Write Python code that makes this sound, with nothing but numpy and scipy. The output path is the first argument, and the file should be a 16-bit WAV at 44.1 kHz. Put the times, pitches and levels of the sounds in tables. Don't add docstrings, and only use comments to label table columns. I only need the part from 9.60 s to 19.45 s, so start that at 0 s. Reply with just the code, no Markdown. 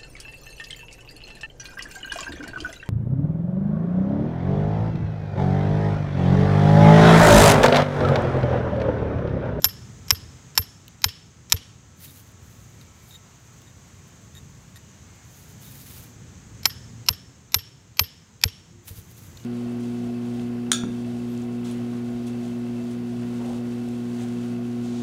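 import sys
import numpy as np
from scipy import signal
from scipy.fft import rfft, irfft
from scipy.io import wavfile
from scipy.ndimage import map_coordinates

SR = 44100
rng = np.random.default_rng(int(sys.argv[2]) if len(sys.argv) > 2 else 0)


def master(y):
    cut = np.clip(np.atleast_2d(y).T, -1, 1)
    pcm = np.round(cut * 32767)
    wavfile.write(sys.argv[1], SR, pcm.astype(np.int16))


def natural_amplitude(level_db):
    exponent = np.asarray(level_db, float) / 20
    return 10 ** exponent


N = 434374

# [f/Hz, level/dB]
TRAFFIC_SPECTRUM = [(20, -39), (35, -25), (55, -8), (105, 0), (190, -8.5), (300, -17), (500, -24),
                    (800, -56)]
# [t/s, level/dB]
TRAFFIC_FLOW = [(0, -45), (.6, -45), (.9, -49), (3.2, -47), (3.65, -53), (4.05, -48.5), (4.6, -47),
                (5.7, -51), (6.2, -47), (7.2, -45.5), (8.4, -48), (9.85, -46)]
# [f/Hz, level/dB]
AIR_SPECTRUM = [(200, -1), (500, 0), (1600, -1.5), (4400, -8), (8000, -6.5), (10000, -26), (12200, -25),
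                (13000, -20.5), (13900, -25), (16500, -23.5)]
# [f/Hz, level/dB]
INSECT_SPECTRUM = [(5000, -28.5), (5700, -13.5), (5950, -2.5), (6500, -0.5), (7200, -4), (8200, -16),
                   (8600, -30.5), (9500, -36.5)]
# [t/s, firing f/Hz, level/dB]
ENGINE = [
    (5.9, 135.2, -64),
    (6.15, 131.6, -47.5),
    (6.5, 124, -53),
    (6.75, 106.8, -51.5),
    (7.0, 113.2, -51),
    (7.4, 120.6, -42),
    (7.6, 121.8, -51.5),
    (7.85, 118, -61.5),
]
# [f/Hz, level/dB, start t/s, end t/s]
WHINES = [
    (1314, -71, 0, 4.0),
    (1104, -73, 1.5, 5.5),
    (2290, -71, 3.0, 3.55),
    (2900, -67, 5.18, 5.38),
    (2150, -68, 5.42, 5.7),
    (345, -63, 9.0, 10),
    (2900, -65, 9.75, 10),
]

# [f/Hz, level/dB]
GRASS_SPECTRUM = [(400, -13), (1500, -6.5), (4000, -3), (8000, -5), (12000, 0), (15500, 0), (16500, -17.5)]
# [t/s, held/s, level/dB, swell time per 20 dB/s, fade time per 20 dB/s]
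SWEEPS = [(2.405, .2, -52, .03, .04), (2.44, .015, -43.5, .05, .05), (2.62, .1, -64, .02, .02),
          (2.83, .1, -65, .03, .3), (2.91, .05, -63, .2, .5), (3.215, .012, -68, .1, .03),
          (3.51, .03, -57, .2, .07), (3.7, .4, -72, .4, 3), (4.475, .006, -67, .02, .04),
          (4.752, .006, -62, .01, .06), (4.6, 1.0, -76, .5, .3), (5.16, .01, -59, .01, .015),
          (5.75, .05, -58.5, .15, .25), (5.9, .025, -61, .2, .025), (6.03, .06, -52, .04, .3),
          (6.15, .12, -55, .2, .2), (6.3, .14, -52, .3, .08), (9.282, .012, -41, .025, .06),
          (9.26, .01, -57, .03, .03), (9.37, .015, -47, .06, .07), (9.49, .02, -60, .05, .08),
          (9.57, .1, -56, .15, .1), (9.77, .07, -64, .05, .05)]
# [f/Hz, level/dB]
STEM_SPECTRUM = [(1500, -28), (3300, 11), (5000, -10), (6800, -2), (9000, -9), (14000, -4), (16500, 1)]
# [t/s, level/dB, t60/s]
SNAPS = [
    (1.2805, -30, 0.013),
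    (2.452, -54, .02),
    (2.72, -51, 0.0038),
    (3.213, -51, .006),
    (4.018, -41, .012),
    (4.7525, -52, .006),
    (6.289, -41.5, 0.0032),
    (6.375, -43, 0.0028),
    (9.2835, -41, .02),
    (9.772, -45, .006),
]
# [t/s, level/dB]
SET_DOWN = [
    (2.359, -49),
    (9.308, -29),
    (9.382, -32),
]

# [t/s, length/s, level/dB, lowest mode level/dB, brightness/dB]
TOUCHES = [
    (2.479, .025, -48.5, -14, -14),
    (3.213, .004, -51, -15.5, -2.1),
    (3.509, 0.054, -46, -12, -14),
    (4.07, 0.033, -56, -3, -7),
    (4.7515, 0.038, -45.5, -5, -5),
    (5.159, .014, -42, -4, -4),
    (6.045, .06, -56, -14, -16),
    (9.772, .004, -50, -8, -4),
    (9.798, .003, -63, -10, -11),
    (9.84, .004, -59, -6, -10),
]
# [f/Hz, t60/s]
BLADE_LOW_MODE = (1870, 0.038)
# [f/Hz, level/dB, t60/s]
BLADE_MODES = [(3735, 4.5, 0.025), (7150, -2.5, .04)]
# [f/Hz, level/dB, t60/s]
BLADE_TOP_MODES = [(8825, -10, .06), (11540, -5, .05), (12640, -16, .15), (14020, -8, .04)]
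# [f/Hz, level/dB, t60/s]
STONE_MODES = [(2600, -6, .012), (4150, 0, .01), (4600, -2, .01), (5200, -2, .01)]

# [f/Hz, level/dB]
WALL_SPECTRUM = [(500, -10), (1400, -1.1), (1820, 11), (2300, 2.5), (3000, 7), (4200, -2.5), (5350, 3.5),
                 (6000, -8), (9000, 1.1), (10300, 1.5), (12200, -6), (12680, -18), (14580, -12),
                 (16000, -9)]
# [lag/s, t60/s, level/dB]
ECHOES = [(.012, .2, -41), (0.0415, .03, -29.5), (0.0481, .04, -30.5), (.06, .05, -46), (0.108, .05, -45.5)]
# [f/Hz, level/dB, t60/s, lag/s]
ECHO_BOOM = (1820, -35, .055, .044)

# [f/Hz, level/dB, t60/s]
SOIL_MODES = [(90, 6, .085), (175, -7, .03), (330, -15, .04), (447, -13, .09)]
# [t/s, strength/dB, steel ring over grit/dB, soil thump/dB, gain dip/dB]
BLOWS = [
    (0.0433, -9.5, 5, -27, 0.5),
    (0.5056, -8, 5.5, -21.5, -10),
    (0.9765, -9, 6.5, -22, -7),
    (1.442, -1.5, -2.1, -20, -4),
    (1.9223, -1.5, 2.1, -17.5, -17),
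    (7.0552, -10, 2.5, -35, -1),
    (7.4861, -7, 2.2, -22.5, -12),
    (7.9437, -2.5, 3, -19.5, -8),
    (8.3938, -2.1, -4, -15.5, -8),
    (8.8374, -1.1, 3, -13.5, -13),
]
# [rebound lag/ms, rebound/dB, face ring/dB, face overtone/dB]
RECOILS = [
    (8.7, -10, -22.5, -85),
    (3.9, -2.1, -25.5, -41),
    (3.9, -2.1, -23.5, -51),
    (3.8, -18, -31, -33),
    (3.92, -2.1, -27, -48),
    (1.9, -2.1, -30.5, -47),
    (3, -2.5, -26, -39),
    (3.5, -8.5, -20.5, -43),
    (1.7, -2.1, -16.5, -24),
    (1.3, -7, -27, -36),
]
# [f/Hz, level/dB, t60/s]
GRIPPED_MODES = [(5170, -4, .03), (5400, -2, .035), (5620, -8, .025), (7150, -10, .03), (10250, -14, .03),
                 (11600, -18, .03), (12690, -6.5, .03), (14620, -21, .03)]
# [f/Hz, level/dB, t60/s]
FREE_MODES = [(12680, 10, .115), (12720, 4, .1), (14580, 11, .11), (8830, 4, .25)]
# [f/Hz, level/dB]
GRIT_SPECTRUM = [(1200, -21), (2300, -2), (3500, -0.5), (5300, 2), (6500, -2), (8500, -15.5), (13000, -13),
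                 (16000, -33.5)]
# [f/Hz, level/dB]
KNOCK_SPECTRUM = [(150, -24), (330, -16), (620, -23), (800, -10), (1000, -6), (1800, -8), (2600, -9.5),
                  (4000, -31.5)]

# [t/s, gain/dB]
GAIN_RIDE = [(0, 0), (.9, 0), (1.12, -2), (1.7, -4.5), (2.03, -3), (2.27, -4), (3.1, -1.5), (5.2, -1.1),
             (5.7, 0), (7.42, 0), (7.6, -3), (8.18, -6), (9.27, -5), (9.5, -2.1), (9.85, 0)]
# [lag/blocks of 512 samples, level/dB]
GHOSTS = [(-2, -30.5), (-1, -35), (2.6, -37.5)]


def in_time(rows):
    s, *columns = np.transpose(rows)
    return [np.interp(np.arange(N) / SR, s, c) for c in columns]


def rms_one(x):
    return x / np.sqrt(np.mean(x ** 2) + 1e-20)


def colour(x, spectrum):
    hz, db = np.transpose(spectrum)
    grid_hz = np.arange(2049) * SR / 4096
    log_gain = np.log(natural_amplitude(np.interp(np.log(grid_hz + 1), np.log(hz), db)))
    cepstrum = irfft(log_gain)
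    cepstrum[1:2048] *= 2
    cepstrum[2049:] = 0
    response = irfft(np.exp(rfft(cepstrum)))
    return signal.oaconvolve(x, response)[:len(x)]


def drift(rate_hz):
    knots = rng.standard_normal(1200)
    return map_coordinates(knots, [np.arange(N) / SR * min(rate_hz, 100) + 2], order=3)


def modes(table, scatter_db, detune=0., size=8192):
    hz, db, t60 = np.transpose(table)[:, :, None]
    t = np.arange(size) / SR
    strength, pitch, sign = rng.standard_normal((3, len(table), 1))
    hz = hz * (1 + detune * pitch)
    envelope = natural_amplitude(db + scatter_db * strength - 60 * t / t60)
    return np.sum(np.sign(sign) * envelope * np.sin(2 * np.pi * hz * t), axis=0)


def burst(spectrum, envelope):
    puff = colour(rng.standard_normal(len(envelope)), spectrum) * envelope
    pulse = colour(np.arange(len(envelope)) == 0, spectrum)
    energy = np.linalg.norm(envelope)
    return np.array([v * energy / np.linalg.norm(v) for v in (puff, pulse)])


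def add(track, s, sound):
    i = round(s * SR)
    track[i:i + len(sound)] += sound[:N - i]


def background():
    air_db, insects_db = -55, -58.5
    t = np.arange(N) / SR
    traffic_db, = in_time(TRAFFIC_FLOW)
    white = rng.standard_normal((3, N))
    traffic = natural_amplitude(traffic_db + 1 + 0.5 * drift(8)) * rms_one(colour(white[0], TRAFFIC_SPECTRUM))
    air = natural_amplitude(air_db + 0.47 * drift(10)) * rms_one(colour(white[1], AIR_SPECTRUM))
    insects = natural_amplitude(insects_db + 0.7 * drift(35)) * rms_one(colour(white[2], INSECT_SPECTRUM))

    firing_hz, engine_db = in_time(ENGINE)
    phase = 2 * np.pi * np.cumsum(firing_hz * (1 + 0.015 * drift(9.2))) / SR
    engine = np.sin(phase) + natural_amplitude(-10) * np.sin(2 * phase)
    engine = engine * natural_amplitude(engine_db + 0.5 + 0.89 * drift(14))

    whines = np.zeros(N)
    for hz, db, start, end in WHINES:
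        level = natural_amplitude(db + 2.5 + 3.1 * drift(15))
        gate = np.clip(np.minimum(t - start, end - t) / 0.065, 0, 1)
        whines += level * gate * np.sin(2 * np.pi * hz * t + 1.9 * drift(10))
    return traffic + air + insects + engine + whines


def soil(db):
    t = np.arange(8192) / SR
    swing = sum(natural_amplitude(g - 60 * t / t60) * np.sin(2 * np.pi * hz * t) for hz, g, t60 in SOIL_MODES)
    return natural_amplitude(db) * swing * (1 - np.exp(-t / 0.0015))


def grass():
    t = np.arange(N) / SR
    power = np.zeros(N)
    for s, held, db, swell, fade in SWEEPS:
        before, after = np.maximum(s - t, 0), np.maximum(t - s - held, 0)
        power += natural_amplitude(db - 20 * before / swell - 20 * after / fade) ** 2

    snaps_per_s = 4000
    sizes = natural_amplitude(4.8 * np.minimum(rng.exponential(1, N), 5)) * rng.choice([-1, 1], N)
    grains = rms_one(sizes * (rng.random(N) < snaps_per_s / SR))
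    rustle = rms_one(colour(grains + 1.3 * rng.standard_normal(N), GRASS_SPECTRUM))
    out = np.sqrt(power) * natural_amplitude(2.5 + 1.6 * drift(60)) * rustle

    for s, db, t60 in SNAPS:
        stem = rms_one(colour(rng.standard_normal(2048), STEM_SPECTRUM))
        add(out, s, stem * natural_amplitude(db - 60 * np.arange(2048) / SR / t60))
    for s, db in SET_DOWN:
        add(out, s, soil(db))
    return out


def touches():
    clicks_per_s = 500
    stone_db, stone_db_per_s = 9, -550
    out = np.zeros(N)
    for s, length, db, low_db, bright_db in TOUCHES:
        chance, size = rng.random((2, 4000))
        clicks = (chance < clicks_per_s / SR) * natural_amplitude(-3 - 10 * size)
        clicks = clicks * (np.arange(4000) < length * SR)
        clicks[0] = 1
        low_hz, low_t60 = BLADE_LOW_MODE
        body = modes(BLADE_MODES + [(low_hz, low_db, low_t60)], 1.3, size=4096)
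        body += natural_amplitude(bright_db) * modes(BLADE_TOP_MODES, 1.5, size=4096)
        body += natural_amplitude(stone_db + stone_db_per_s * length) * modes(STONE_MODES, 1.4, size=4096)
        add(out, s, natural_amplitude(db) * signal.oaconvolve(clicks, body))
    return out


def yard(x):
    tail_db, tail_t60_s, tail_top_hz = -38, 0.65, 7500
    return_db, flutter_db = -22.5, 0.8
    t = np.arange(SR // 2) / SR
    white = rng.standard_normal((2, SR // 2))
    shape = sum(natural_amplitude(db - 60 * np.maximum(t - lag, 0) / t60) * (t > lag) for lag, t60, db in ECHOES)
    tail = natural_amplitude(tail_db - 60 * (t - 0.045) / tail_t60_s) * (t > 0.043) * white[1]
    tail = signal.lfilter(*signal.butter(1, tail_top_hz, fs=SR), tail)
    response = colour(white[0] * shape + tail, WALL_SPECTRUM)
    hz, db, t60, lag = ECHO_BOOM
    boom_t = t[:4096]
    add(response, lag, natural_amplitude(db - 60 * boom_t / t60) * np.sin(2 * np.pi * hz * boom_t))
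    return signal.oaconvolve(x, response * natural_amplitude(return_db))[:N] * natural_amplitude(flutter_db * drift(100))


def blows():
    soil_lag_s = 0.0161
    blade_under_face_db = -40
    knock_db, knock_follows = -13.5, 0.45
    dulling, mean_blow_db = 0.6, -6
    steel, ground = np.zeros((N, 2)), np.zeros(N)
    t = np.arange(8192) / SR
    for (s, db, ring_db, soil_db, dip_db), recoil in zip(BLOWS, RECOILS):
        lag_ms, rebound_db, face_db, overtone_db = recoil
        free_db = face_db, face_db, overtone_db, face_db + blade_under_face_db
        free = [(hz, g + own, t60) for (hz, g, t60), own in zip(FREE_MODES, free_db)]
        wobble_db = 2.5 * np.interp(t, np.arange(40) * 0.005, rng.standard_normal(40))
        ring = modes(free, scatter_db=0) * natural_amplitude(dip_db * t / 0.1 + wobble_db)
        ring = ring * (1 - np.exp(-t / 0.0004))
        add(steel, s, ring[:, None])

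        treble = [(7000, 0), (11000, -dulling * (db - mean_blow_db))]
        for lag, gain_db in ((0, 0), (lag_ms / 1000, rebound_db)):
            grit = burst(GRIT_SPECTRUM, natural_amplitude(5 - 60 * t / 0.006) + natural_amplitude(-2 - 60 * t / 0.02))
            gripped = modes(GRIPPED_MODES, scatter_db=1.5, detune=0.008)
            gripped = gripped * natural_amplitude(ring_db + dip_db * t / 0.008)
            knock = burst(KNOCK_SPECTRUM, natural_amplitude(knock_db + knock_follows * db - 60 * t / 0.033))
            crack = np.array([colour(v, treble) for v in gripped + grit])
            blow = natural_amplitude(gain_db) * (natural_amplitude(db - 3) * crack + knock)
            blow[0] *= 1 - np.exp(-t / 0.00017)
            blow[1] *= natural_amplitude(1.5) * (lag == 0)
            add(steel, s + lag, blow.T)
        add(ground, s + soil_lag_s, soil(soil_db))
    return steel.T, ground


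def scene():
    (steel, all_round), ground = blows()
    return (steel + ground + yard(all_round) + touches() + grass() + background())[None]


def top_cut(x):
    return signal.sosfilt(signal.butter(12, 16890, fs=SR, output="sos"), x)


def record(dry):
    cutoff_hz, rumble_hz = 16100, 38
    dip_lag_s, dip_spread_s = 0.011, 0.003
    smear_db, smear_t60_s = -44, 0.035
    x = signal.sosfilt(signal.cheby2(18, 50, cutoff_hz, fs=SR, output="sos"), dry)
    x = signal.sosfilt(signal.butter(2, rumble_hz, "high", fs=SR, output="sos"), x)

    t = np.arange(2048) / SR
    gain_db, = in_time(GAIN_RIDE)
    for s, *_, depth_db in BLOWS:
        add(gain_db, s, depth_db * np.exp(-0.5 * ((t - dip_lag_s) / dip_spread_s) ** 2))
    x = np.clip(x * natural_amplitude(gain_db), -1, 1)[0]

    highs = signal.sosfilt(signal.butter(1, 1200, "high", fs=SR, output="sos"), x)
    mids = signal.sosfilt(signal.butter(2, [900, 3500], "band", fs=SR, output="sos"), x)
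    smear = rng.standard_normal(len(t)) * natural_amplitude(smear_db - 60 * t / smear_t60_s)
    x = x + signal.oaconvolve(mids[::-1], smear)[:N][::-1]
    padded = np.pad(highs, (0, 1024))
    for blocks, db in GHOSTS:
        x = x + natural_amplitude(db) * np.roll(padded, int(blocks) * 512)[:N]
    return top_cut(x[None])


dry = scene()
out = record(dry)
master(out)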